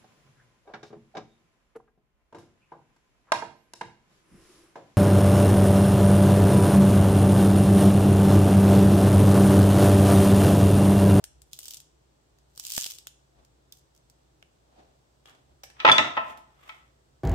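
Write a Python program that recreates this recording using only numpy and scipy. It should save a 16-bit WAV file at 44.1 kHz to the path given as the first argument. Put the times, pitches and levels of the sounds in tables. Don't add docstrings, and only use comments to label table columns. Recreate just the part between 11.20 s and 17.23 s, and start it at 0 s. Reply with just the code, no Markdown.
import sys
import numpy as np
from scipy import signal
from scipy.fft import rfft, irfft, next_fast_len
from scipy.io import wavfile
from scipy.ndimage import uniform_filter1d, minimum_filter1d, map_coordinates

SR = 44100
rng = np.random.default_rng(int(sys.argv[2]) if len(sys.argv) > 2 else 0)


def to_wav(s):
    ch = np.atleast_2d(s).T
    pcm = np.round(np.clip(ch, -1, 1) * 32767)
    wavfile.write(sys.argv[1], SR, pcm.astype(np.int16))


N = 266099

# frequency in Hz, likeness of left and right from -1 to 1.
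STEREO_LIKENESS = [(60, 0.66), (180, 0.83), (300, 0.58), (450, -0.092), (800, -0.2), (1600, -.3),
                   (3000, -0.016), (15000, 0)]
# frequency in Hz, seconds to fall by 60 dB.
KITCHEN_DECAY = [(100, .5), (900, 0.53), (2000, 0.44), (4000, 0.41), (8000, 0.39), (15000, 0.087)]
# pitch in Hz, level in dB.
HUM_TONES = [(59.2, -71.5), (134.6, -75.5)]

# frequency in Hz, relative spectral density in dB.
WALL_EQ = [(80, 0), (400, -5), (900, -4), (2000, 0.5), (4000, -3), (8000, -1), (15000, -2.5)]
AIR_EQ = [(20, -40), (47, -14.5), (70, -4), (95, -13.5), (125, -4), (210, -17), (330, -11), (800, -16.5),
          (1100, -20.5), (2300, -28.5), (3500, -27), (7000, -30), (8000, -27.5), (9500, -39),
          (15500, -41.5), (16400, -50.5)]
RUSTLE_EQ = [(80, -19), (250, -1), (480, -4), (620, 1), (780, 0.5), (1100, -10.5), (2200, -18), (3500, -18),
             (7000, -27), (14000, -49)]
RUMBLE_EQ = [(20, -33), (45, -11), (62, 12), (95, -6.5), (200, -33), (600, -72)]
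WOOD_EQ = [(180, -58.5), (300, -21.5), (790, -9.5), (872, -20), (1160, -6), (1340, -12.5), (1500, -15.5),
           (1940, -13), (2880, -18), (3520, -16.5), (4170, -31), (5710, -37.5), (9000, -70), (11700, -88.5),
           (19800, -120)]
THUD_EQ = [(40, -35), (62, -7.5), (90, 1.5), (120, -1), (170, -1.5), (220, 0.5), (300, 3.5), (500, -4),
           (900, -48)]
TICK_EQ = [(1200, -18), (2500, 4), (5500, 4.5), (7500, -2.5), (10000, -21), (12500, -24), (16000, -31.5)]
TAP_EQ = [(150, -14.5), (700, 7.5), (1500, -0.5), (3000, 2), (6000, -2), (10000, -9), (16000, -16.5)]
CRUMB_EQ = [(50, -10), (130, -2), (250, -4), (700, 2), (1100, -2), (1700, 1), (2400, -14.5), (4000, -31)]
CRUST_EQ = [(530, -43.5), (900, -16), (1110, -15.5), (1520, -14.5), (1820, -16.5), (3150, 0), (4170, -2),
            (4710, 1), (8150, 0), (10300, -7), (12600, -3), (15200, -3.5), (16500, -28)]

# fastest moment in seconds, rustle and rumble in dB, rise and fall in seconds.
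HAND_MOVES = [(0.05, -72, -62, 0.4, 0.57), (2.19, -61, -63, 0.06, 0.11), (3.59, -55.5, -87, 0.12, 0.2),
              (4.15, -62, -80, 0.11, 0.1), (4.31, -68.5, -62.5, 0.1, 0.12)]
# fastest moment in seconds, rub and hiss in dB, rise and fall in seconds.
SLIDE_MOVES = [(4.085, -54.5, -67, 0.027, 0.063), (4.68, -27.5, -53, 0.06, 0.24),
               (5.11, -46.5, -58, 0.088, 0.031), (5.49, -54, -65.5, 0.15, 0.17)]
# harmonic number, relative level in dB.
SQUEAK_HARMONICS = [(1, -26.5), (2, -22.5), (3, -1.5), (4, -24), (5, -25.5), (6, -29.5), (7, -37.5),
                    (8, -33.5)]
# pitch in Hz, bandwidth in Hz, relative level in dB.
BOARD_MODES = [(505, 24, -21), (632, 31, -7.5), (657, 11, -12.5), (694, 6.7, -11), (744, 12, -22.5),
               (873, 23, -1.5), (1032, 24, -3.5), (1100, 9, -21), (1304, 28, -1), (1402, 18, -19),
               (1790, 20, -8.5), (1905, 16, -9.5), (1973, 33, -6), (2250, 60, -14.5), (2446, 42, -12),
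               (2496, 21, -8), (2680, 40, -11), (3080, 100, -16.5)]
# start in seconds, level in dB, thud and tick in dB relative to it, brightness in dB per octave.
BOARD_KNOCKS = [(4.594, -40, -20, -18.5, 8), (4.601, -26, -29, -13, 10), (4.648, -4, -20, -38, -6),
                (4.7815, -7.5, -17.5, -5.5, 8.5), (4.791, -6.5, -20.5, -35, 0), (4.968, -18.5, -19, -40, 0),
                (4.975, -13, -21, -42, -1.5), (5.097, -39.5, -5, -24.5, -3.5), (5.493, -31, -29, -17, 7.5)]

# start in seconds, level in dB, dull body in dB relative to it, ring pitch in Hz.
BOARD_TOUCHES = [(4.0558, -43.5, -3.5, 3304), (4.0724, -49, -3, 3500), (4.0943, -46.5, -9.5, 1404),
                 (4.148, -53.5, -9.5, 599), (4.4335, -35, -13, 5550), (4.437, -35.5, -8, 13000),
                 (4.4996, -44, -15.5, 1780), (5.173, -45.5, -22.5, 12300)]
CARRY_CLINK = [(3.2253, -41.5, -6.5, 2720)]
CRUST_SNAPS = [(0.0398, -26, -14, 9300), (0.2179, -41.5, -28, 8000), (0.3316, -28, -22, 3530),
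               (0.389, -28.5, -16.5, 9400), (0.4554, -31.5, -23, 6000), (0.4813, -29, -19.5, 8060),
               (0.5072, -29.5, -35, 12600), (0.5357, -31.5, -23, 4860), (0.5435, -32, -33, 8360),
               (0.5696, -33, -30, 6200), (0.6015, -38.5, -22, 7140), (1.3758, -32, -10.5, 5300),
               (1.3967, -25, -22, 6700), (1.4501, -26.5, -31, 7240), (1.4666, -25.5, -40, 8400),
               (1.5214, -27.5, -40, 12300), (1.5364, -25, -40, 8020), (1.5648, -20.5, -29, 8070),
               (1.5783, -16, -6.5, 7370), (1.6102, -21, -38, 6700), (1.6616, -23.5, -14, 4570),
               (1.7115, -34, -29, 5400), (1.7848, -34, -26, 5040), (1.8696, -28.5, -8.5, 3500),
               (1.1857, -55, -12, 5430), (2.2483, -51, -11, 5340), (2.5227, -35, -29, 3400),
               (2.8983, -48, -16, 5750)]
# hardest press in seconds, crackle in dB, rise and fall in seconds.
BREAD_SQUEEZES = [(0.505, -48, 0.19, 0.115), (1.595, -36, 0.195, 0.17), (2.545, -62, 0.02, 0.08)]

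SQUEEZE_SHAPE = 1.86
FLAKE_HZ, FLAKE_SPREAD_OCTAVES, FLAKE_BODY_DB = 6500, 0.16, -32


def amp(db):
    return 10 ** (np.asarray(db) / 20)


def unit(x):
    return x / np.sqrt(np.mean(x ** 2) + 1e-20)


def crest(x):
    power = uniform_filter1d(np.mean(x ** 2, axis=0), size=88)
    return x / np.sqrt(4 * power.max())


def along(points, hz):
    knots_hz, values = np.transpose(points)
    return np.interp(np.log(hz + 1), np.log(knots_hz + 1), values)


def wobble(per_s):
    knots = rng.standard_normal(int(N * per_s / SR) + 4)
    return map_coordinates(knots, [np.arange(N) * per_s / SR])


def onset(t, attack_s):
    return 1 - np.exp(-(t / attack_s) ** 2)


def swell(t, peak_s, rise_s, fall_s, shape=1):
    away = np.maximum((peak_s - t) / rise_s, (t - peak_s) / fall_s)
    return -20 * np.abs(away) ** shape


def strokes(rows):
    t = np.arange(N) / SR
    return sum(amp([[first_db], [second_db]]) * amp(swell(t, peak_s, rise_s, fall_s))
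               for peak_s, first_db, second_db, rise_s, fall_s in rows)


def add(track, start_s, sound):
    part = track[:, round(start_s * SR):][:, :sound.shape[1]]
    part += sound[:, :part.shape[1]]


def filtered(x, response):
    n = x.shape[-1]
    padded = next_fast_len(n + 4096)
    return irfft(rfft(x, padded) * response(np.fft.rfftfreq(padded, 1 / SR)), padded)[..., :n]


def low_cut(hz, corner_hz):
    return 1 / (1 + (corner_hz / (hz + 1)) ** 4)


def stereo(pair, eq):
    def mid_side_gains(hz):
        angle = np.arccos(np.clip(along(STEREO_LIKENESS, hz), -1, 1)) / 2
        return amp(along(eq, hz)) * [np.cos(angle), np.sin(angle)]
    mid, side = filtered(pair, mid_side_gains)
    return unit(np.array([mid + side, mid - side]))


def noise(eq, length=N):
    return stereo(rng.standard_normal((2, length)), eq)


def burst(eq, t60, attack_s):
    t = np.arange(SR // 10) / SR
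    return crest(noise(eq, len(t)) * 10 ** (-3 * t / t60) * onset(t, attack_s))


def room_tone(waver_db=2):
    t = np.arange(N) / SR
    hum = sum(amp(db + waver_db * wobble(6)) * unit(np.sin(2 * np.pi * hz * t + 0.5 * wobble(36)))
              for hz, db in HUM_TONES)
    return amp(-66.5) * noise(AIR_EQ) + hum


def kitchen_reverb(send, attack_s=0.002):
    hz, t, spectra = signal.stft(rng.standard_normal((2, SR * 2 // 3)), SR, nperseg=256)
    fade = 10 ** (-3 * t / along(KITCHEN_DECAY, hz)[:, None])
    tail = signal.istft(spectra * fade * onset(t, attack_s), SR, nperseg=256)[1]
    tail = stereo(tail, WALL_EQ) / np.sqrt(tail.shape[1])
    return signal.fftconvolve(send.mean(axis=0, keepdims=True), tail, axes=1)[:, :N]


def hands(rough_db=1.5):
    rustle, rumble = strokes(HAND_MOVES)
    flutter = unit(amp(rough_db * wobble(98)))
    return rustle * flutter * noise(RUSTLE_EQ) + rumble * noise(RUMBLE_EQ)


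def slide(rough_db=3):
    rub, hiss = strokes(SLIDE_MOVES)
    grip = unit(amp(rough_db * wobble(150)))
    return grip * (rub * noise(WOOD_EQ) + hiss * noise(CRUST_EQ))


def board_squeak(start_s=4.7155, length_s=0.056, pitch_hz=1157, waver=0.0027, rasp_db=-19):
    t = np.maximum(np.arange(N) / SR - start_s, 0)
    bite, glide = amp(-10) * np.exp(-(t / 0.012) ** 2), amp(-26)
    release = np.exp(-np.maximum(t - length_s, 0) / 0.0044)
    envelope = (bite + glide) * onset(t, 0.00088) * release
    phase = 2 * np.pi * np.cumsum(pitch_hz * (1 + waver * wobble(400))) / SR
    tone = sum(amp(db) * np.exp(1j * k * phase) for k, db in SQUEAK_HARMONICS)
    wide_tone = unit(np.array([tone.imag, tone.real]))
    return envelope * (wide_tone + amp(rasp_db) * noise(TICK_EQ))


def board_judder(start_s=4.6505, first_gap_s=0.0137, shrink=0.87, thud_db=-24, tick_db=-31, tilt_db=1.5):
    return [(start_s + first_gap_s * sum(shrink ** j for j in range(k)),
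             -0.63 - 0.2 * k, thud_db, tick_db, tilt_db) for k in range(5)]


def board_ring(tilt_db, damping_hz, right_lag_s=0.0002):
    t = np.arange(SR // 4) / SR
    arrival = t - np.array([[0], [right_lag_s]])
    ring = 0
    for k, (hz, width_hz, db) in enumerate(BOARD_MODES):
        strength = (-1) ** k * amp(db + rng.normal(0, 1)) * np.sqrt(width_hz)
        decay = np.exp(-np.pi * (width_hz + damping_hz) * t)
        phase = 2 * np.pi * hz * arrival + 0.49 * rng.standard_normal((2, 1))
        ring += strength * decay * np.sin(phase)
    wood = amp(-1) * crest(ring * onset(t, 0.00091))
    add(wood, 0, amp(-5) * burst(WOOD_EQ, t60=0.033, attack_s=0.00062))
    return filtered(wood, lambda hz: amp(tilt_db * np.log2(np.clip(hz, 400, 4000) / 1400))
                    * low_cut(hz, 380))


def board_blows():
    out = np.zeros((2, N))
    for rows, damping_hz, send_db in [(BOARD_KNOCKS, 0, -3), (board_judder(), 18, -6)]:
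        for start_s, db, thud_db, tick_db, tilt_db in rows:
            blow = board_ring(tilt_db, damping_hz)
            add(blow, 0, amp(thud_db) * burst(THUD_EQ, t60=0.13, attack_s=0.0016))
            add(blow, 0, amp(tick_db) * burst(TICK_EQ, t60=0.0067, attack_s=0.00055))
            add(out, start_s, amp(db) * blow)
            add(out, start_s, amp(db + send_db) * kitchen_reverb(blow))
    return filtered(out, lambda hz: low_cut(hz, 55))


def clicks(rows, eq, t60, splinter_db, splinter_t60, ring_db, ring_q, body_t60):
    out = np.zeros((2, N))
    for start_s, db, body_db, pitch_hz in rows:
        resonance = lambda hz: 1 + amp(ring_db) / (1 + 1j * ring_q * (hz / pitch_hz - pitch_hz / (hz + 1)))
        core = burst(eq, t60, attack_s=0.0018)
        splinters = amp(splinter_db) * burst(eq, splinter_t60, attack_s=0.004)
        snap = crest(filtered(core + splinters, resonance))
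        body = amp(body_db) * burst(CRUMB_EQ, body_t60, attack_s=0.00066)
        pan_db = rng.normal(0, 2)
        add(out, start_s, amp(db) * (snap + body) * amp([[pan_db / 2], [-pan_db / 2]]))
    return out


def crust_easing(start_s=2.74, span_s=0.15, db=-54):
    return [(start_s + span_s * rng.random(), db, FLAKE_BODY_DB,
             FLAKE_HZ * 2 ** rng.normal(0, FLAKE_SPREAD_OCTAVES)) for _ in range(3)]


def crust_flakes(per_s=24, over_crackle_db=8, spread_db=0.5):
    rows = []
    for peak_s, db, rise_s, fall_s in BREAD_SQUEEZES:
        span_s = rise_s + fall_s
        count = int(per_s * span_s)
        times = peak_s - rise_s + span_s * (np.arange(count) + rng.random(count)) / count
        for t, (size, detune) in zip(times, rng.standard_normal((count, 2))):
            crackle_db = db + swell(t, peak_s, rise_s, fall_s, SQUEEZE_SHAPE)
            pitch_hz = FLAKE_HZ * 2 ** (FLAKE_SPREAD_OCTAVES * detune)
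            rows.append((t, crackle_db + over_crackle_db + spread_db * size, FLAKE_BODY_DB, pitch_hz))
    return rows


def crust_crackle(grains_per_s=520, grain_s=0.00022, spread_db=4, clump_db=1.5, fizz=0.12):
    t = np.arange(N) / SR
    pressure = sum(amp(db + swell(t, peak_s, rise_s, fall_s, SQUEEZE_SHAPE))
                   for peak_s, db, rise_s, fall_s in BREAD_SQUEEZES)
    size_db = spread_db * np.minimum(rng.exponential(size=N), 4) + clump_db * wobble(120)
    fractures = (rng.random(N) < grains_per_s / SR) * amp(size_db)
    grains = signal.lfilter([1], [1, -np.exp(-1 / (grain_s * SR))], fractures)
    return pressure * stereo((unit(grains) + fizz) * rng.standard_normal((2, N)), CRUST_EQ)


def scene():
    snaps = clicks(CRUST_SNAPS + crust_flakes() + crust_easing(), CRUST_EQ, t60=0.0062,
                   splinter_db=-15, splinter_t60=0.067, ring_db=-0.5, ring_q=3.5, body_t60=0.0098)
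    clink = clicks(CARRY_CLINK, TAP_EQ, t60=0.0076,
                   splinter_db=-22, splinter_t60=0.03, ring_db=17, ring_q=8.4, body_t60=0.024)
    bread = snaps + crust_crackle()
    bread_treble = filtered(bread, lambda hz: hz ** 2 / (hz ** 2 + 1500 ** 2))
    touches = clicks(BOARD_TOUCHES, TAP_EQ, t60=0.017,
                     splinter_db=-13.5, splinter_t60=0.083, ring_db=10.5, ring_q=11, body_t60=0.017)
    handling = slide() + touches
    squeak = board_squeak()
    send = amp(-7.5) * bread_treble + amp(-2.5) * handling + amp(-9) * squeak + amp(-10) * clink
    reverb = kitchen_reverb(send)
    return bread + clink + handling + squeak + board_blows() + reverb + hands() + room_tone()


def record(dry, ceiling=0.99, top_hz=16300):
    needed = np.minimum(1, ceiling / (np.abs(dry).max(axis=0) + 1e-9))
    gain = uniform_filter1d(minimum_filter1d(needed, size=441), size=221)
    return filtered(dry * gain, lambda hz: 1 / (1 + (hz / top_hz) ** 120))


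dry = scene()
out = record(dry)
to_wav(out)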